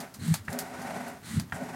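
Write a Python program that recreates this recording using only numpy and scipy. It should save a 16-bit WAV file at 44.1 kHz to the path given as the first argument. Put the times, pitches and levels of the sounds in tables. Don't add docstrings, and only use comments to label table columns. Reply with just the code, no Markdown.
import sys
import numpy as np
from scipy import signal
from scipy.fft import rfft, irfft
from scipy.io import wavfile
from scipy.ndimage import uniform_filter1d

SR = 44100
rng = np.random.default_rng(int(sys.argv[2]) if len(sys.argv) > 2 else 0)


def unload_audio(sound):
    columns = np.transpose(np.atleast_2d(sound))
    steps = np.round(np.clip(columns, -1, 1) * 32767)
    wavfile.write(sys.argv[1], SR, steps.astype(np.int16))


N = 77175


def undb(db):
    return 10 ** (np.asarray(db) / 20)


def unit(x):
    return x / np.sqrt(np.mean(x ** 2))


def gains(tone, hz):
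    freqs, levels = np.array(tone, float).T
    return undb(np.interp(np.log(hz + 1), np.log(freqs), levels))


def noise(gain):
    white = rfft(rng.standard_normal(N))
    return unit(irfft(white * gain(np.fft.rfftfreq(N, 1 / SR)), N))


def resonance(f, hz, width):
    return 1 / (1 + ((f * f - hz * hz) / (width * f + 1)) ** 2 / 2)


def wobble(hz):
    return noise(lambda f: np.exp(-(f / hz) ** 2))


def steady(x, seconds):
    return x / np.sqrt(uniform_filter1d(x * x, int(seconds * SR)) + 1e-9)


def ramp(t, seconds):
    return np.clip(t / seconds, 0, 1)


def bump(t, peak_s, width_s):
    return np.exp(-((t - peak_s) / width_s) ** 2)


def ring(t, seconds):
    return (t >= 0) * np.exp(-np.log(1000) * np.maximum(t, 0) / seconds)


def stroke(t, start, end, rise_s, fall_s):
    taper = np.exp(-(np.maximum(t - end, 0) / fall_s) ** 1.7)
    return np.sin(np.pi / 2 * ramp(t - start, rise_s)) * taper


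def colour(x, tone, brightness):
    f = np.fft.rfftfreq(1024, 1 / SR)
    curve = gains(tone, f) * undb(brightness * np.log2((f + 200) / 5000))
    cepstrum = irfft(np.log(curve))
    one_sided = np.r_[cepstrum[0], 2 * cepstrum[1:512], np.zeros(512)]
    return signal.fftconvolve(x, irfft(np.exp(rfft(one_sided))))[:N]


def room(x, t):
    fade = ring(t, 0.093) + undb(-7.5) * ring(t, 0.18)
    echoes = rng.standard_normal(N) * fade * ramp(t, 0.0046)
    return signal.fftconvolve(x, echoes / np.sqrt(np.sum(echoes ** 2)))[:N]


# (frequency [Hz], relative level [dB])
AIR_TONE = [(25, -16), (80, -8), (250, -11.5), (500, -14.5), (1500, -15), (3000, -24), (9000, -27),
            (16000, -30)]

def workshop_air():
    return undb(-55.5) * noise(lambda f: gains(AIR_TONE, f))


# (frequency [Hz], relative level [dB])
SNAP_TONE = [(200, -11), (700, 8.5), (1600, 5.5), (2900, 0.5), (4700, 9), (5400, 4), (6300, 7), (8500, 5),
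             (12000, 4.5), (16000, -6.5)]
# (time [s], relative level [dB], brightness [dB per octave], echo [dB], chip pitch [Hz])
SNAPS = [(0.003, -29, 0.5, 10.5, 4960), (0.1409, -35.5, 0, 14.5, 4860), (0.2788, -29, -0.5, 7, 8200),
         (0.341, -14, -.5, 5.5, 6180), (0.45, -43, -1, 12, 7440), (0.5292, -28, 3.5, 4, 7250),
         (0.589, -18.5, 2.1, 8, 5000), (0.8176, -35.5, -1, 12, 5800), (1.0805, -41.5, 6.5, 8, 8500),
         (1.3981, -20.5, -1, 2.5, 4700), (1.498, -42, -6, -3, 7500)]
TICKS_PER_S, HEARTH_ECHO_S = 40, 0.0012

def charcoal(t):
    ticks = rng.random(N) < TICKS_PER_S / SR
    ticks = ticks * undb(-48 + 2 * np.minimum(rng.exponential(size=N), 3))
    out = colour(ticks + undb(-6) * room(ticks, t), SNAP_TONE, brightness=2.2)
    for at, db, brightness, echo_db, chip_hz in SNAPS:
        age = t - at
        crack = -1.0 * (np.arange(N) == int(at * SR))
        splinters = undb(-16) * (age >= 0) * np.exp(-np.abs(age) / 0.003) * rng.standard_normal(N)
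        chip = undb(-14) * ring(age, 0.0054) * np.sin(2 * np.pi * chip_hz * age)
        hearth = undb(2) * np.roll(crack, int(HEARTH_ECHO_S * SR))
        walls = undb(echo_db) * room(crack, t)
        out += undb(db) * colour(crack + splinters + chip + hearth + walls, SNAP_TONE, brightness)
    return out


# (pitch [Hz], ring time [s], relative level [dB])
WOOD_NOTES = [(820, .025, -9), (954, 0.02, -4.5), (1370, 0.018, -24), (1608, 0.044, 6), (1720, 0.015, -4),
              (1844, 0.019, 4), (2460, 0.018, -21), (2960, 0.0077, -16)]
# (time [s], relative level [dB], bounce delay [s], bounce vs. knock [dB], brightness [dB per octave])
KNOCKS = [(0.4798, -38, 0.002956, 10, 12), (1.5226, -26.5, 0.002247, -3, -3)]
THUD_HZ, RUSTLE_HZ = (95, 145), 8300

def lever(t):
    wood, bag = 0, 0
    for at, db, bounce_s, bounce_db, brightness in KNOCKS:
        for hit_at, hit_db in ((at, db), (at + bounce_s, db + bounce_db)):
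            age = t - hit_at
            notes = 0
            for hz, ring_s, note_db in WOOD_NOTES:
                pitch = hz * (1 + 0.018 * rng.standard_normal())
                level = undb(note_db + brightness * np.log2(hz / 1600))
                notes += level * ring(age, ring_s) * np.sin(2 * np.pi * pitch * age)
            grit = np.exp(-np.abs(age) / 0.0038) * noise(lambda f: resonance(f, hz=1240, width=960))
            wood += undb(hit_db) * ramp(age, 0.0003) * (notes / 2 + undb(-5.5) * grit)
        age = t - at
        thud = ring(age, 0.096) * ramp(age, 0.0097) * sum(np.sin(2 * np.pi * hz * age) for hz in THUD_HZ)
        unfolding = undb(-52.5 + 3 * wobble(200)) * bump(age, peak_s=0.031, width_s=0.027)
        rustle = unfolding * noise(lambda f: resonance(f, RUSTLE_HZ, width=3700))
        bag += undb(-26.5) * thud + rustle
    return wood + undb(-8.5) * room(wood, t) + bag


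# (frequency [Hz], relative level [dB])
RUSH_TONE = [(35, -76), (60, -86), (94, -12), (172, -6.5), (217, -1), (250, -3.5), (323, -10.5),
             (417, -3.5), (480, -12), (553, -11.5), (732, 2), (991, -10), (1510, -12.5), (1620, -12.5),
             (2050, -12), (3190, -24), (8510, -25.5), (13000, -31.5), (16000, -60)]
# (pitch [Hz], width about 10 dB down [Hz], relative level [dB])
BAG_NOTES = [(177.3, 66, -2.5), (251, 22, 1), (417.5, 23, -10.5), (565.2, 65, -3.5), (654, 28, -6.5),
             (703, 22, -8.5), (770.8, 14, -8.5), (961, 63, -10.5), (1487, 130, -5), (1870, 130, -11)]
# (start [s], start of fade [s], relative level [dB])
REFILLS = [(-0.45, -0.008, -42.5), (0.471, 1.089, -39.5), (1.521, 2.1, -40)]
SWELL_DB, TUG_DB, TUG_BELOW_HZ = 3.5, 10.5, 500

def refill(t):
    flow, tug = 0, 0
    for start, end, db in REFILLS:
        swell_db = SWELL_DB * bump(t - start, peak_s=0.46, width_s=0.1)
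        flow += undb(db + swell_db) * stroke(t, start, end, rise_s=0.041, fall_s=0.091)
        tug += bump(t - start, peak_s=0.088, width_s=0.038)
    rush = noise(lambda f: gains(RUSH_TONE, f))
    bag = 0
    for hz, width, db in BAG_NOTES:
        hollow = steady(noise(lambda f: resonance(f, hz, width / 2)), 0.18)
        bag += undb(db + TUG_DB * tug * min(TUG_BELOW_HZ / hz, 1)) * hollow
    flutter = undb(1.5 * wobble(33))
    return flow * flutter * (undb(-2.5) * rush + undb(-10) * bag)


# (frequency [Hz], relative level [dB])
ROAR_TONE = [(25, -47), (50, -25), (80, -4), (110, -2.5), (150, -3.5), (215, -0.5), (280, -9.5),
             (400, -22.5), (700, -49), (2000, -63)]
# (time [s], level [dB])
ROAR_LEVELS = [(0, -76), (0.13, -60), (0.19, -46), (0.23, -37), (0.27, -35.5), (0.34, -42.5), (0.38, -47.5),
               (0.41, -58.5), (0.455, -49.5), (0.6, -53.5), (1.22, -56), (1.29, -43.5), (1.34, -38),
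               (1.38, -30), (1.42, -37.5), (1.455, -45.5), (1.5, -51.5), (1.75, -50.5)]
# (peak time [s], pitch [Hz], level [dB], swell [s], fade [s])
FLARES = [(0.227, 90.8, -37, 0.014, 0.0088), (0.287, 170, -27, 0.0052, 0.015),
          (0.32, 163, -19, 0.026, 0.016), (0.326, 102.2, -30, 0.015, 0.013),
          (0.411, 97.6, -37, 0.015, 0.014), (1.335, 219, -39, 0.04, 0.022),
          (1.377, 95, -27.5, 0.014, 0.011), (1.379, 150.8, -23.5, .011, .012),
          (1.412, 137.2, -34, .006, 0.017)]
FLARE_SAG_PER_S = 0.7

def flame(t):
    roar = steady(noise(lambda f: gains(ROAR_TONE, f)), 0.031)
    out = undb(np.interp(t, *np.array(ROAR_LEVELS).T)) * roar
    for at, hz, db, swell_s, fade_s in FLARES:
        age = t - at
        pitch = hz * np.exp(-FLARE_SAG_PER_S * age) * (1 + 0.02 * wobble(44))
        throb = unit(np.sin(2 * np.pi * np.cumsum(pitch) / SR))
        shape = np.exp(-np.abs(age / np.where(age < 0, swell_s, fade_s)) ** 1.2)
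        out += undb(db + 1.6 * wobble(49)) * shape * throb
    return out


# (frequency [Hz], relative level [dB])
HISS_TONE = [(260, -38), (450, -2.5), (485, -40), (546, -9.5), (936, -7), (1980, -1.5), (2510, -11),
             (4230, -7.5), (5380, -14), (8420, -7.5), (16000, -25)]
# (start [s], start of fade [s], level [dB])
PUSHES = [(0.192, 0.346, -43.5), (1.228, 1.372, -43.5)]
WHISTLE_HZ, WHISTLE_SAG_PER_S, TREBLE_HZ = 4200, 0.64, 6000
KICK_SHARE = 0.21

def blast(t):
    out = 0
    for start, end, db in PUSHES:
        age = np.maximum(t - start, 0)
        pitch = WHISTLE_HZ * np.exp(-WHISTLE_SAG_PER_S * age)
        breathy_note = unit(wobble(310) * np.sin(2 * np.pi * np.cumsum(pitch) / SR))
        whistle = undb(-13) * ramp(age, 0.008) * bump(age, peak_s=0, width_s=0.084) * breathy_note
        flutter = undb(wobble(52))
        hiss = flutter * noise(lambda f: gains(HISS_TONE, f) * f / (f + 150))
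        body = signal.sosfiltfilt(signal.butter(2, TREBLE_HZ, fs=SR, output="sos"), hiss)
        treble = (hiss - body) * undb(-10 * ramp(age - 0.14, 0.043))
        build_up = (1 - KICK_SHARE) * stroke(t, start, end, rise_s=0.1, fall_s=0.046)
        kick = KICK_SHARE * stroke(t, start, end, rise_s=0.0037, fall_s=0.046)
        out += undb(db) * ((build_up + kick) * (body + treble) + whistle)
    return out


def scene():
    t = np.arange(N) / SR
    return (workshop_air() + blast(t) + flame(t) + refill(t) + lever(t) + charcoal(t))[None]


def record(dry):
    dry = signal.sosfilt(signal.butter(2, 53, "high", fs=SR, output="sos"), dry)
    return signal.sosfilt(signal.ellip(8, 0.2, 70, 16000, fs=SR, output="sos"), dry)


dry = scene()
out = record(dry)
unload_audio(out)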